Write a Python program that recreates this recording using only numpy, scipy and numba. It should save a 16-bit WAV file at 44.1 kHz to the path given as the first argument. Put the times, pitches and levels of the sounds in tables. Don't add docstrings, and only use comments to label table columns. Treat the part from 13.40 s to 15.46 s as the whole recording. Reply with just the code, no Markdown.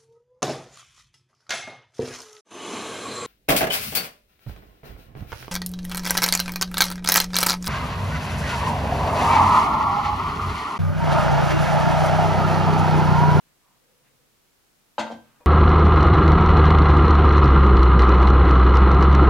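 import sys
import numpy as np
from scipy import signal
from scipy.fft import rfft, irfft
from scipy.io import wavfile
from numba import njit

SR = 44100
rng = np.random.default_rng(int(sys.argv[2]) if len(sys.argv) > 2 else 0)


def natural_amplitude(level_db):
    exponent = np.asarray(level_db, float) / 20
    return 10 ** exponent


def materialize(psi):
    bounded = np.clip(np.atleast_2d(psi).T, -1, 1)
    quanta = np.round(bounded * 32767).astype(np.int16)
    wavfile.write(sys.argv[1], SR, quanta)


N = 90846

# (time [s], basin level [dB], pot level [dB], contact length [ms])
BLOWS = [
    (1.581, -30, -32.5, 0.52),
    (1.5849, -34.5, -41, 0.22),
    (1.593, -33, -39.5, 0.35),
    (1.622, -43.5, -45.5, 0.15),
    (1.667, -42, -45.5, 0.48),
    (1.678, -49, -46.5, 0.19),
]
# (time [s], level [dB], contact length [ms])
REBOUNDS = [
    (1.702, -37, 0.45),
    (1.711, -37.5, 0.24),
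    (1.721, -39.5, 0.34),
    (1.762, -54, 0.34),
    (1.789, -56, 0.31),
]
# (time [s], level [dB], contact length [ms])
THUDS = [
    (1.583, -28, 2.64),
    (1.633, -35.5, 2.3),
    (1.7077, -37.5, 2.24),
    (1.724, -34, 2.86),
    (1.759, -38.5, 2.9),
    (1.801, -36.5, 6.2),
]
# (time [s], level [dB], pitch [Hz], time to fall 60 dB [s])
KNOCKS = [
    (1.944, -60, 900, .04),
    (1.960, -59.5, 1670, 0.046),
    (2.0053, -51, 435, 0.029),
    (2.0097, -50, 597.4, 0.17),
    (2.017, -68, 1080, 0.034),
    (2.027, -65, 1070, 0.041),
    (2.039, -54.5, 485, 0.024),
]
# (frequency [Hz], level [dB], time to fall 60 dB [s])
BASIN_MODES = [(538, -16, 0.22), (606, -13, 0.12), (608.4, 3, 0.18), (687.6, -6, 0.28), (708, -13, 0.11),
               (783, -17, .2), (845, -1.5, 0.13), (887, 2.5, .2), (900, 10.5, 0.078), (935, -1.5, 0.14),
               (979, -0.5, 0.2), (1114, -14, 0.099), (1167, 0.5, 0.12), (1266, -2.5, 0.13)]
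# (frequency [Hz], level [dB], time to fall 60 dB [s])
POT_MODES = [(1392, -2.5, .2), (1566, -5.5, 0.53), (1680, -7, 0.13), (2506, -6, 0.083), (2580, -18, 0.19),
             (2717, -8.5, 0.14), (2860, -3.5, 0.079), (3143, -6, 0.32), (3790, -5.5, 0.22),
             (3840, -1.5, 0.056), (4355, -12.5, 0.17), (4530, -16, 0.098), (4947, -16, 0.25)]
# (frequency [Hz], level [dB], time to fall 60 dB [s])
TILTED_MODES = [(490, -11, 0.21), (527, -8.5, 0.13), (570, -2, 0.14), (617, 1.5, 0.13), (662, -5, 0.16),
                (695, 6.5, 0.033), (733, -2, 0.12), (768, -9, 0.48), (859.5, 3, 0.22), (964, -7, 0.17),
                (2180, -12, 0.16), (3170, -5, 0.13), (3600, -28, 0.076), (5000, -19, .08)]
# (frequency [Hz], level [dB], time to fall 60 dB
# [s])
BOTTOM_MODES = [(77.5, -17.5, 0.135), (108.4, -27, 0.66), (140, -22, 0.26), (182, -16, 0.45),
                (213.2, -7.5, 0.33), (224.26, -0.5, 0.48), (260, -7, 0.27), (277, -12.5, 0.25),
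                (329.2, -5.5, 0.334)]
# (frequency [Hz], level [dB])
CLATTER_COLOUR = [(400, -19), (650, 1.5), (1300, -12.5), (2000, -12), (3750, -14), (7000, -21.5),
                  (10000, -35), (14000, -39)]
# (frequency [Hz], level [dB])
HISS_COLOUR = [(26, -30), (45, -4.5), (173, -3), (275, -3), (546, -7.5), (1010, -9), (15600, -17)]
# (time [s], length [s], level [dB], centre [Hz], width [Hz])
RUSTLES = [(0.094, 0.11, -71.5, 1570, 2520), (0.085, 0.071, -70.5, 154, 50), (0.296, 0.19, -70, 1050, 500),
           (0.368, .25, -74, 140, 30), (.52, 0.23, -70, 494, 93), (0.671, 0.053, -66, 2100, 2000),
           (0.765, 0.36, -75.5, 140, 30), (0.78, 0.38, -75, 490, 80), (1.893, 0.17, -70, 2450, 2590),
           (1.95, 0.6, -67, 1080, 900), (2.025, 0.074, -72, 1000, 1200), (1.9, 0.23, -68, 136, 70)]

REST_S, REST_RISE_S, REST_DB_PER_S = 1.779, 0.049, 228
POT_REST_SHARE, BOTTOM_REST_SHARE = 0.29, 0.5
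RADIATES_HZ, BOTTOM_RADIATES_HZ = 500, 70
CLATTER_DB, CLATTER_REBOUND_DB, CHATTER_S, SHAKE_TOP_HZ = -31, -17.5, 0.0048, 11000
CLATTER_T60_S, CLATTER_T60_SLOPE = 0.3, -0.35
PAN_DB, SPREAD_RAD = 2, 0.3
ROOM_DB, ROOM_T60_S, ROOM_T60_SLOPE, ROOM_GAP_S = -10.5, 0.39, 0.04, 0.003
HISS_DB, HISS_ALIKE = -66.5, 0.082
HUM_HZ, HUM_DB = 30, -79


def pot_and_basin():
    basin_force = sum(push(at_s, db, ms) for at_s, db, _, ms in BLOWS)
    pot_force = sum(push(at_s, db, ms * 0.31) for at_s, _, db, ms in BLOWS)
    rebound_force = sum(push(*row) for row in REBOUNDS)
    thud_force = sum(push(*row) for row in THUDS)
    basin = modes(basin_force, *np.array(BASIN_MODES, float).T, flip=0.98)
    pot = modes(pot_force, *np.array(POT_MODES, float).T, POT_REST_SHARE)
    tilted = modes(rebound_force, *np.array(TILTED_MODES, float).T, flip=0.95)
    bottom = modes(thud_force, *np.array(BOTTOM_MODES, float).T, BOTTOM_REST_SHARE)
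    walls = steep("high", RADIATES_HZ, basin + pot + tilted + clatter())
    return walls + steep("high", BOTTOM_RADIATES_HZ, bottom)


def clatter(count=380):
    t = np.arange(N) / SR
    place, loudness, decay = rng.random((count, 3)).T
    hz = 420 + 14000 * ((np.arange(count) + place) / count) ** 1.5
    db = colour(CLATTER_COLOUR, hz) + 5.3 * np.log10(hz / 1000) + 8 * (loudness - 0.5)
    t60 = CLATTER_T60_S * (hz / 1000) ** CLATTER_T60_SLOPE * (0.59 + 0.87 * decay)
    swell = 0
    for at_s, level_db in ((BLOWS[0][0], 0), (REBOUNDS[0][0], CLATTER_REBOUND_DB)):
        u = np.maximum(t - at_s, 0) / CHATTER_S
        swell = swell + natural_amplitude(level_db) * u * np.exp(-u)
    rough = steep("low", SHAKE_TOP_HZ, rng.standard_normal(N))
    shake = natural_amplitude(CLATTER_DB) * swell * rough / np.sqrt(CHATTER_S * SR)
    return modes(shake, hz, db, t60)


def push(at_s, db, ms):
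    first = int(at_s * SR)
    length = max(ms, 0.08) * SR / 1000
    u = np.clip((np.arange(int(length) + 2) - at_s * SR % 1) / length, 0, 1)
    force = np.zeros(N)
    force[first:first + len(u)] = natural_amplitude(db) * np.sin(np.pi * u) ** 2 / (length / 2)
    return force


def modes(force, hz, db, t60, rest_share=0.81, flip=-1):
    t = np.arange(N) / SR
    resting = np.clip((t - REST_S) / REST_RISE_S + 0.5, 0, 1)
    rest = natural_amplitude(-rest_share * REST_DB_PER_S / SR * resting)
    turn = SPREAD_RAD * np.clip(hz / 670.0, 0.1, 1.5) * rng.standard_normal(len(hz))
    strength = flip ** np.arange(len(hz)) * natural_amplitude(db)
    gain = strength * np.exp(1j * np.outer([0.5, -0.5], turn))
    return ring(force, hz, np.clip(t60, 0.01, 0.9), gain, rest, 1.0 * SR)


@njit
def ring(x, hz, t60, gain, rest, sr):
    out = np.zeros((2, len(x)))
    first = np.argmax(x != 0)
    for k in range(len(hz)):
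        p = np.exp((2j * np.pi * hz[k] - np.log(1000) / t60[k]) / sr)
        z = 0j
        for i in range(first, len(x)):
            z = z * p * rest[i] + x[i]
            out[0, i] += (gain[0, k] * z).imag
            out[1, i] += (gain[1, k] * z).imag
    return out


def steep(kind, hz, x):
    return signal.sosfilt(signal.butter(4, hz, kind, fs=SR, output="sos"), x)


def colour(table, hz):
    table = np.array(table, float)
    return np.interp(np.log(np.maximum(hz, 1)), np.log(table[:, 0]), table[:, 1])


def knocks():
    t, out = np.arange(N) / SR, 0
    detunes = rng.standard_normal((len(KNOCKS), 5))
    for (at_s, db, hz, t60), detune in zip(KNOCKS, detunes):
        u = np.maximum(t - at_s, 0)
        ratios = np.array([1.6, 0.81, 1.0, 4.0, 1.8]) * (1 + 0.035 * detune * [0, 1, 1, 1, 1])
        tones = np.sin(2 * np.pi * hz * np.outer(ratios, u))
        mixed = np.array([0.66, 0.53, 0.55, 0.22, 0.23]) @ tones
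        out = out + natural_amplitude(db - 60 * u / t60) * mixed
    return out


def kitchen(x):
    t, tail = np.arange(SR // 2) / SR, 0
    for hz in 90 * 2 ** np.arange(8):
        octave = signal.butter(2, [hz / np.sqrt(2), hz * np.sqrt(2)], "band", fs=SR, output="sos")
        band = signal.sosfilt(octave, rng.standard_normal((2, len(t))))
        band = band + band[::-1] * np.clip(1 - hz / 680.0, 0, 1)
        t60 = ROOM_T60_S * (hz / 1000) ** ROOM_T60_SLOPE
        tail = tail + band * natural_amplitude(-60 * t / t60)
    tail = tail * (1 - np.exp(-(t / ROOM_GAP_S) ** 2))
    tail = tail / np.sqrt(np.sum(tail ** 2) / 2)
    return signal.fftconvolve(x[None], tail, axes=1)[:, :N]


def room_tone():
    t, hz = np.arange(N) / SR, np.arange(N // 2 + 1) * SR / N
    out = natural_amplitude(HISS_DB + 3.0) * noise(natural_amplitude(colour(HISS_COLOUR, hz)), HISS_ALIKE)
    for at_s, length, db, centre_hz, width_hz in RUSTLES:
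        band = 1 / (1 + (2 * (hz - centre_hz) / width_hz) ** 2)
        swell = np.exp(-(2 * (t - at_s) / length) ** 2)
        out = out + natural_amplitude(db) * swell * noise(band, 0.59)
    return out


def noise(gain, alike):
    mid, side = irfft(rfft(rng.standard_normal((2, N))) * gain, N)
    alike = np.clip(alike, 0, 1)
    both = np.sqrt(1 + alike) * mid + np.sqrt(1 - alike) * side * np.array([[1], [-1]])
    return both / both.std()


def hum():
    return natural_amplitude(HUM_DB) * np.sin(2 * np.pi * HUM_HZ * np.arange(N) / SR)


def scene():
    near = pot_and_basin() + knocks()
    direct = near * natural_amplitude(np.array([[0.5], [-0.5]]) * PAN_DB)
    return direct + natural_amplitude(ROOM_DB) * kitchen(near[0]) + room_tone() + hum()


def top_cut(x):
    return signal.sosfilt(signal.butter(12, 15750, fs=SR, output="sos"), x)


def record(dry):
    return top_cut(dry)


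dry = scene()
out = record(dry)
materialize(out)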